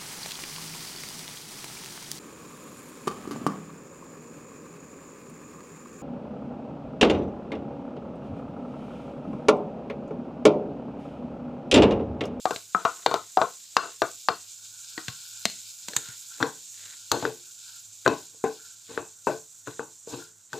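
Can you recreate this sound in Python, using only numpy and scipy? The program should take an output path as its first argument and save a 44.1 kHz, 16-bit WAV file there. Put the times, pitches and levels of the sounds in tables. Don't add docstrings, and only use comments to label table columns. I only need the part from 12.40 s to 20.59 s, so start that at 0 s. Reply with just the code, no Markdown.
import sys
import numpy as np
from scipy import signal
from scipy.fft import rfft, irfft, next_fast_len
from scipy.io import wavfile

SR = 44100
rng = np.random.default_rng(int(sys.argv[2]) if len(sys.argv) > 2 else 0)


def int16_out(signal):
    q = np.round(np.clip(np.atleast_2d(signal).T, -1, 1) * 32767)
    wavfile.write(sys.argv[1], SR, q.astype(np.int16))


N = 361279
FFT_SIZE = next_fast_len(N + SR // 2)
HZ = np.maximum(np.arange(FFT_SIZE // 2 + 1) * SR / FFT_SIZE, 1)
TIME = np.arange(N) / SR

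# start in seconds,
# knock level in dB, its pitch in Hz, its t60 in seconds, thud level in dB, its pitch in Hz,
# then tick, snap and shudder in dB. Levels are relative within a column.
PLATE_HITS = [(0.055, -14, 748, 0.061, -40.5, 393, -27.5, -34.5, -34),
              (0.108, -17.5, 654, 0.0084, -21, 431, -29.5, -28, -37),
              (0.161, -37, 676, 0.044, -48, 425, -31, -31.5, -64.5),
              (0.348, -11.5, 1295, 0.086, -26, 187, -42, -39.5, -32),
              (0.451, -12, 1100, 0.022, -31, 417, -23.5, -35, -30),
              (0.662, -7.5, 810, 0.014, -14.5, 433, -14, -22, -28),
              (0.713, -16.5, 670, 0.008, -19.5, 490, -29.5, -40.5, -34.5),
              (0.741, -15, 677, 0.022, -21, 428.4, -25.5, -26.5, -35),
              (0.758, -37, 710, .022, -28.5, 427, -37, -43, -63.5),
              (0.972, -10.5, 748, 0.12, -31, 431, -26, -44.5, -27),
              (1.015, -13, 690, 0.012, -17.5, 495, -21, -35.5, -26.5),
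              (1.367, -6.5, 1066, 0.013, -20, 437.4, -14, -21, -28.5),
              (1.619, -10, 680, 0.0092, -19.5, 495, -26, -29, -27.5),
              (1.886, -3, 1015, 0.0061, -15.5, 495, -18.5, -42.5, -29.5),
              (2.578, -25.5, 1900, 0.049, -28, 314.2, -31.5, -46.5, -44.5),
              (2.682, -33, 1540, 0.035, -25, 121.6, -26, -28, -52.5)]
PAN_HITS = [(3.054, -25.5, 676, .048, -20.5, 210, -13.5, -14, -54.5),
            (3.099, -51, 651, .017, -82, 403, -36.5, -31.5, -68),
            (3.484, -42.5, 958, 0.051, -37, 204, -28.5, -24, -44),
            (3.534, -34.5, 1620, 0.012, -37.5, 480, -33.5, -36, -45.5),
            (3.564, -33.5, 995, 0.026, -32, 125, -17, -8.5, -47.5),
            (3.686, -59, 1440, 0.026, -37, 124, -43.5, -33, -62.5),
            (4.003, -26.5, 980, 0.016, -37, 187, -40.5, -46, -22),
            (4.027, -10.5, 1553, .016, -17.5, 285, -19, -33, -22.5),
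            (4.716, -16.5, 1187, 0.02, -27.5, 403, -17.5, -8.5, -15),
            (4.826, -19.5, 603, .0058, -25.5, 125, -43.5, -51, -26.5),
            (4.852, -15, 1520, 0.015, -17, 414, -31.5, -35.5, -27),
            (5.662, -10, 1510, 0.047, -10, 516, -33.5, -29.5, -12),
            (5.677, -13, 1016, 0.027, -6.5, 369, -20.5, -22.5, -25.5),
            (6.04, -22, 773, 0.031, -13.5, 400, -55, -30.5, -22.5),
            (6.576, -18.5, 1550, 0.011, -18.5, 437, -39, -49, -27.5),
            (6.87, -18, 947, 0.042, -16.5, 473, -47.5, -31, -19),
            (7.273, -33, 1466, 0.058, -31.5, 500, -63, -32.5, -35),
            (7.394, -27.5, 1486, .027, -22.5, 445, -54.5, -40.5, -29),
            (7.674, -63, 700, 0.017, -29.5, 456, -55.5, -47, -41.5),
            (8.131, -28, 1520, 0.049, -36.5, 137.5, -38.5, -34, -29.5)]
# pitch in Hz, relative level in dB, t60 in seconds.
BLADE_TONES = [(2340, -7, 0.0037), (2712, -9.5, 0.024), (3100, -18, 0.0069), (3782, 6.5, 0.0031),
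               (4330, -2, 0.019), (4900, -9, 0.022), (5670, -14, 0.042)]
PLATE_TONES = [(130, -16.5, 0.048), (210, -15.5, 0.02), (296, -6, 0.025), (431, 2.5, 0.017),
               (497.5, -3, 0.05), (676, -1, 0.037), (748, -9, 0.085), (830, -6.5, 0.013),
               (1090.4, 2, 0.038), (1180, 1.5, 0.027), (1300, 7.5, 0.0088), (1510, 4.5, 0.017),
               (2370, -14, 0.056), (3880, -32, .02)]
PAN_TONES = [(123, -11.5, 0.1), (158, -21, 0.42), (210, -14.5, 0.02), (294.5, -6, 0.089), (352, -10, 0.25),
             (438.7, -3.5, 0.15), (495, -9, 0.046), (595, -12, 0.025), (697, -17.5, 0.049),
             (792, -13.5, 0.056), (895, -11.5, 0.016), (1023, -13, 0.029), (1131, -16.5, 0.03),
             (1520, -16.5, 0.026), (2580, -19.5, 0.017), (3870, -22.5, 0.0052)]
# moment of full force, rise, hold and fall in seconds,
# then drag and grit as relative levels in dB.
PLATE_SCRAPES = [(0.382, 0.029, 0.015, 0.33, -39.5, -49), (1.035, 0.0045, 0.01, 0.031, -40, -51.5),
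                 (1.44, 0.067, 0.024, 0.071, -34.5, -51.5)]
PAN_SCRAPES = [(3.688, .1, 0.0075, .045, -60, -46), (4.022, 0.031, 0.0037, 0.0052, -22, -39),
               (4.42, 0.074, 0.12, 0.017, -74, -49.5), (4.76, .015, 0.12, .006, -40.5, -45.5),
               (5.657, 0.0047, 0.0025, 0.0027, -15.5, -39), (5.948, 0.036, 0.0028, .03, -48, -73.5),
               (6.49, 0.014, 0.096, .006, -39.5, -49.5), (7.272, 0.011, .005, 0.08, -37, -50),
               (7.72, 0.042, 0.037, 0.096, -33.5, -60), (8.138, 0.018, .005, 0.084, -36, -52)]
# time in seconds, hiss level in dB, wet crackle level in dB.
FRYING_LEVELS = [(0.0, -46.5, -52), (0.09, -48.5, -56), (2.07, -47, -54), (2.64, -45.5, -50.5),
                 (3.9, -46, -51.5), (4.2, -45.5, -54), (4.58, -47, -53), (6.52, -52.5, -62.5),
                 (6.91, -51, -63), (7.71, -51, -64), (7.87, -56.5, -67.5), (8.19, -55.5, -69)]
# moment of full lift, rise, hold and fall in seconds, then lift of the hiss in dB.
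FRYING_FLARES = [(0.11, 0.039, 0.034, 0.13, 3.5), (0.47, 0.029, 0.052, 0.09, 1.5),
                 (1.698, 0.068, .05, 0.077, 1), (2.904, 0.22, 0.04, .2, 1),
                 (4.798, 0.084, 0.075, 0.22, 1.5), (5.295, 0.16, 0.033, 0.15, 2.5),
                 (5.688, 0.049, 0.04, 0.21, 3.5), (6.06, .04, 0.096, 0.45, 3), (6.495, 0.059, .08, 0.18, 2),
                 (6.873, .04, 0.047, 0.15, 5), (7.29, .04, 0.043, 0.11, 2), (7.7, 0.04, 0.15, .08, 6),
                 (8.15, .04, 0.11, .1, 6.5)]
# moment of full level, rise, hold and fall in seconds, then level in dB.
PAN_SWELLS = [(2.6, 0.56, .2, 0.73, -58), (3.65, 0.3, .05, .2, -56), (3.95, 0.13, .04, 0.076, -60.5),
              (4.5, 0.13, .05, 0.085, -62), (5.3, 0.17, .05, 0.095, -65), (6.2, 0.11, .08, .1, -70),
              (7.797, .08, 0.055, 0.081, -56)]
# frequency in Hz, relative level in dB.
GRIT_EQ = [(900, -23.5), (1800, -9.5), (2500, -14.5), (3000, -13), (4000, -6), (5200, -22.5), (7000, -6.5),
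           (10000, -29.5), (16000, -28)]
SIZZLE_EQ = [(530, -65), (900, -20), (1250, -31), (1390, -6), (1550, -8.5), (1990, -35.5), (2330, -15),
             (2540, -17), (3190, -14.5), (3680, -9.5), (5040, -9.5), (7310, 3), (9650, -15.5), (14900, -16),
             (16000, -19.5)]
FAN_EQ = [(20, -5), (40, -21), (70, -22.5), (90, -8.5), (104, 7), (120, -14.5), (140, -13), (400, -21),
          (900, -20.5), (1400, -19.5), (2200, -22.5)]
# frequency in Hz, t60 in seconds.
ROOM_DECAY = [(100, 0.29), (400, 0.25), (1200, 0.1), (3000, 0.39), (8000, 0.35)]
# frequency in Hz, left-right likeness from 0 to 1.
STEREO_LIKENESS = [(60, 0.58), (99, 0.95), (160, 0.96), (270, 0.93), (450, 0.19), (740, 0.78), (1220, 0.98),
                   (2010, 0.3), (3330, 0.98), (5500, 0.94), (9080, 0.92), (15000, 0.27)]
# frequency in Hz, level of left over right in dB.
MIC_BALANCE = [(60, 11), (92, 1), (140, 5.5), (210, 4), (330, 4.5), (500, 4), (770, 5.0), (1170, 8),
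               (1790, 4.5), (2740, 2.5), (4190, 5.5), (6410, 0), (9810, -15.5), (15000, 3)]
SIZZLE_CROSSOVERS = [1900, 5500, 9500]

BOOM_HZ, BOOM_RISE_S, BOOM_LAG_S, BOOM_UNDER_THUD_DB = 132, 0.0016, 0.016, 19
CLACK_DB, TICK_NOISE_DB, SNAP_NOISE_DB = -4.5, 14, 16.5
THUD_FLOOR_HZ = 90
KNOCK_TOP_HZ = 1700
EDGE_DB, GRIT_EDGE_DB = 22.5, 8.5
SPRAY_UNDER_DB, SPRAY_FOLLOWS_CRACKLE = 5.5, 0.55
CRACKLE_FLARE, SPRAY_FLARE = 2.4, 1.4
PAN_RING_FLOOR_DB, FAN_DB = -76.5, -68
KITCHEN_DB, FIRST_ECHO_S = -12.5, 0.0025
BASS_CUT_HZ, TOP_CUT_HZ = 95, 15900
THRESHOLD_DB, OVERSHOOT_DECAY_DB_S, DUCK_SHARE = -5, 77, 0.6


def spatula_hits(hits):
    length = 8000
    t = np.arange(length) / SR
    lows, clacks, ticks, snaps = np.zeros((4, N + length))
    noises = rng.standard_normal((len(hits), 2, length))
    spots = np.clip(rng.standard_normal((len(hits), len(BLADE_TONES))), -1.5, 1.5)
    boom_age = np.maximum(t - BOOM_LAG_S, 0) / BOOM_RISE_S
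    boom_swell = boom_age * np.exp(1 - boom_age)
    attack = 1 - np.exp(-t / .0004)
    slap = 1 + 3.3 * np.exp(-t / 0.0012)
    for hit, noise, spot in zip(hits, noises, spots):
        start, knock_db, knock_hz, knock_t60, thud_db, thud_hz, tick_db, snap_db, _ = hit
        at = slice(round(start * SR), round(start * SR) + length)
        knock = from_db(knock_db - 60 * t / knock_t60) * np.cos(2 * np.pi * knock_hz * t)
        thud_t60 = .03 + 4.2 / thud_hz
        thud = from_db(thud_db - 60 * t / thud_t60) * np.sin(2 * np.pi * thud_hz * t)
        boom_hz = BOOM_HZ * (1 + 0.11 * spot[0])
        boom = from_db(thud_db - BOOM_UNDER_THUD_DB) * boom_swell * np.sin(2 * np.pi * boom_hz * t)
        lows[at] += boom - knock * attack * slap - thud
        for (hz, tone_db, t60), luck in zip(BLADE_TONES, spot):
            clack_db = tick_db + CLACK_DB + tone_db + 7.9 * luck
            clacks[at] += from_db(clack_db - 60 * t / t60) * np.sin(2 * np.pi * hz * t)
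        ticks[at] += from_db(tick_db + TICK_NOISE_DB - 60 * t / 0.032) * noise[0]
        snaps[at] += from_db(snap_db + SNAP_NOISE_DB - 60 * t / 0.019) * noise[1]
    knock_band = signal.butter(2, [THUD_FLOOR_HZ, KNOCK_TOP_HZ], "band", fs=SR, output="sos")
    colour = from_db(at_hz(GRIT_EQ, HZ))
    bright = clacks[:N] + eq(ticks[:N], colour * (HZ < 6000)) + eq(snaps[:N], colour * (HZ >= 6000))
    bite = np.roll(bright, SR // 1500)
    return signal.sosfilt(knock_band, lows)[:N] + bite


def dish_ring(hits, drag, tones, shudder_t60, drag_db, strike_db, db_per_octave):
    t, out = np.arange(20000) / SR, np.zeros(N)
    slips = grains(1200, spread_db=3) * from_db(2.5 * drift(35))
    shudder = rng.standard_normal(N + len(t))
    spots_db = 2.5 * rng.standard_normal((len(hits), len(tones)))
    fade = from_db(-60 * t / shudder_t60)
    for k, (hz, tone_db, t60) in enumerate(tones):
        unity = np.sqrt(4 * np.log(1000) / (t60 * SR))
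        shake = np.pad(from_db(drag_db) * unity * drag * slips, (0, len(t)))
        for (start, _, knock_hz, *_, shudder_db), spot_db in zip(hits, spots_db[:, k]):
            at = round(start * SR)
            octaves_off = abs(np.log2(hz / knock_hz))
            gain = from_db(shudder_db - db_per_octave * octaves_off + spot_db)
            shake[at:at + len(t)] += gain * unity * fade * shudder[at:at + len(t)]
            shake[at] += gain * from_db(strike_db)
        out += (-1) ** k * from_db(tone_db) * resonator(shake[:N], hz, t60)
    return out


def scrape_envelopes(scrapes):
    drag, grit = np.zeros((2, N))
    for *shape, drag_db, grit_db in scrapes:
        away = outside_hold(*shape)
        drag += from_db(drag_db - EDGE_DB * away)
        grit += from_db(grit_db - GRIT_EDGE_DB * away)
    return drag, grit


def scrape_grit(envelope):
    clicks = grains(2800, spread_db=4.5) * from_db(2.2 * drift(25))
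    return envelope * unit_rms(eq(clicks, from_db(at_hz(GRIT_EQ, HZ))))


def sizzle():
    times, *levels = np.transpose(FRYING_LEVELS)
    hiss_db, crackle_db = [np.interp(TIME, times, level) for level in levels]
    spray_db = hiss_db + SPRAY_FOLLOWS_CRACKLE * (crackle_db - hiss_db) - SPRAY_UNDER_DB
    flare_db = sum(db * np.maximum(1 - outside_hold(*shape), 0) for *shape, db in FRYING_FLARES)
    swells = sum(from_db(db - EDGE_DB * outside_hold(*shape)) for *shape, db in PAN_SWELLS)
    bursts = widen(*[grains(9000, spread_db=2.5) for _ in range(3)])
    colour = from_db(at_hz(SIZZLE_EQ, HZ)) * (HZ > 700)
    band = np.searchsorted(SIZZLE_CROSSOVERS, HZ)
    envelopes = [(from_db(PAN_RING_FLOOR_DB) + swells) * from_db(4 * drift(8)),
                 from_db(crackle_db + CRACKLE_FLARE * flare_db),
                 from_db(hiss_db + flare_db),
                 from_db(spray_db + SPRAY_FLARE * flare_db)]
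    return sum(envelope * from_db(1.3 * drift(17)) * unit_rms(eq(bursts, colour * (band == k)))
               for k, envelope in enumerate(envelopes))


def cooker_fan():
    air = widen(*rng.standard_normal((3, N)))
    colour = from_db(at_hz(FAN_EQ, HZ)) * (HZ < 2200)
    return from_db(FAN_DB) * unit_rms(eq(air, colour))


def kitchen_echo(x):
    t, tail = np.arange(SR // 2) / SR, 0
    edges_hz = 60 * 2. ** np.arange(9)
    for low, high in zip(edges_hz, edges_hz[1:]):
        octave = signal.butter(2, [low, high], "band", fs=SR, output="sos")
        t60 = at_hz(ROOM_DECAY, np.sqrt(low * high))
        tail = tail + signal.sosfilt(octave, rng.standard_normal(len(t))) * from_db(-60 * t / t60)
    tail *= t > FIRST_ECHO_S
    tail /= np.sqrt(np.sum(tail ** 2))
    return eq(x, from_db(KITCHEN_DB) * rfft(tail, FFT_SIZE))


def outside_hold(start, rise, hold, fall):
    return np.maximum(np.maximum((start - TIME) / rise, (TIME - start - hold) / fall), 0)


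def grains(per_s, spread_db):
    sizes = from_db(spread_db * np.minimum(rng.exponential(1, N), 5)) * rng.choice([-1, 1], N)
    return unit_rms(sizes * (rng.random(N) < per_s / SR))


def drift(rate_hz):
    hop, run_in = 40, 2000
    pole = np.exp(-2 * np.pi * rate_hz * hop / SR)
    noise = rng.standard_normal(N // hop + run_in + 2)
    slow = signal.lfilter([1], [1, -2 * pole, pole * pole], noise)[run_in:]
    return np.interp(np.arange(N) / hop, np.arange(len(slow)), unit_rms(slow))


def resonator(clicks, hz, t60):
    radius, angle = from_db(-60 / (t60 * SR)), 2 * np.pi * hz / SR
    return signal.lfilter([0, np.sin(angle)], [1, -2 * radius * np.cos(angle), radius ** 2], clicks + 1e-18)


def widen(common, left, right):
    alike = np.clip(at_hz(STEREO_LIKENESS, HZ), 0, 1)
    return eq(common, np.sqrt(alike)) + eq(np.array([left, right]), np.sqrt(1 - alike))


def eq(x, gain):
    return irfft(rfft(x, FFT_SIZE) * gain, FFT_SIZE)[..., :N]


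def at_hz(curve, hz):
    points_hz, values = np.transpose(curve)
    return np.interp(np.log(hz), np.log(points_hz), values)


def from_db(db):
    return 10 ** (np.asarray(db) / 20)


def unit_rms(x):
    return x / np.sqrt(np.mean(x ** 2) + 1e-20)


def scene():
    plate_drag, plate_grit = scrape_envelopes(PLATE_SCRAPES)
    pan_drag, pan_grit = scrape_envelopes(PAN_SCRAPES)
    spatula = scrape_grit(plate_grit + pan_grit) + spatula_hits(PLATE_HITS + PAN_HITS)
    plate = dish_ring(PLATE_HITS, plate_drag, PLATE_TONES,
                      shudder_t60=0.18, drag_db=-15.5, strike_db=10.5, db_per_octave=4.5)
    pan = dish_ring(PAN_HITS, pan_drag, PAN_TONES,
                    shudder_t60=0.23, drag_db=-5.5, strike_db=-8.5, db_per_octave=3.5)
    return spatula + kitchen_echo(spatula) + plate + pan + sizzle() + cooker_fan()


def record(dry):
    x = signal.sosfilt(signal.butter(2, BASS_CUT_HZ, "high", fs=SR, output="sos"), dry)
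    balance = from_db(at_hz(MIC_BALANCE, HZ))
    right_gain = 2 / (1 + balance)
    x = eq(x, np.array([balance * right_gain, right_gain]))
    over_db = np.maximum(20 * np.log10(np.abs(x).max(axis=0) + 1e-9) - THRESHOLD_DB, 0)
    decay_db = OVERSHOOT_DECAY_DB_S * TIME
    held_db = np.maximum.accumulate(over_db + decay_db) - decay_db
    duck_db = DUCK_SHARE * signal.lfilter([.01], [1, -.99], held_db)
    top_cut = signal.cheby2(12, 50, TOP_CUT_HZ, fs=SR, output="sos")
    return signal.sosfilt(top_cut, np.clip(x * from_db(-duck_db), -1, 1))


dry = scene()
out = record(dry)
int16_out(out)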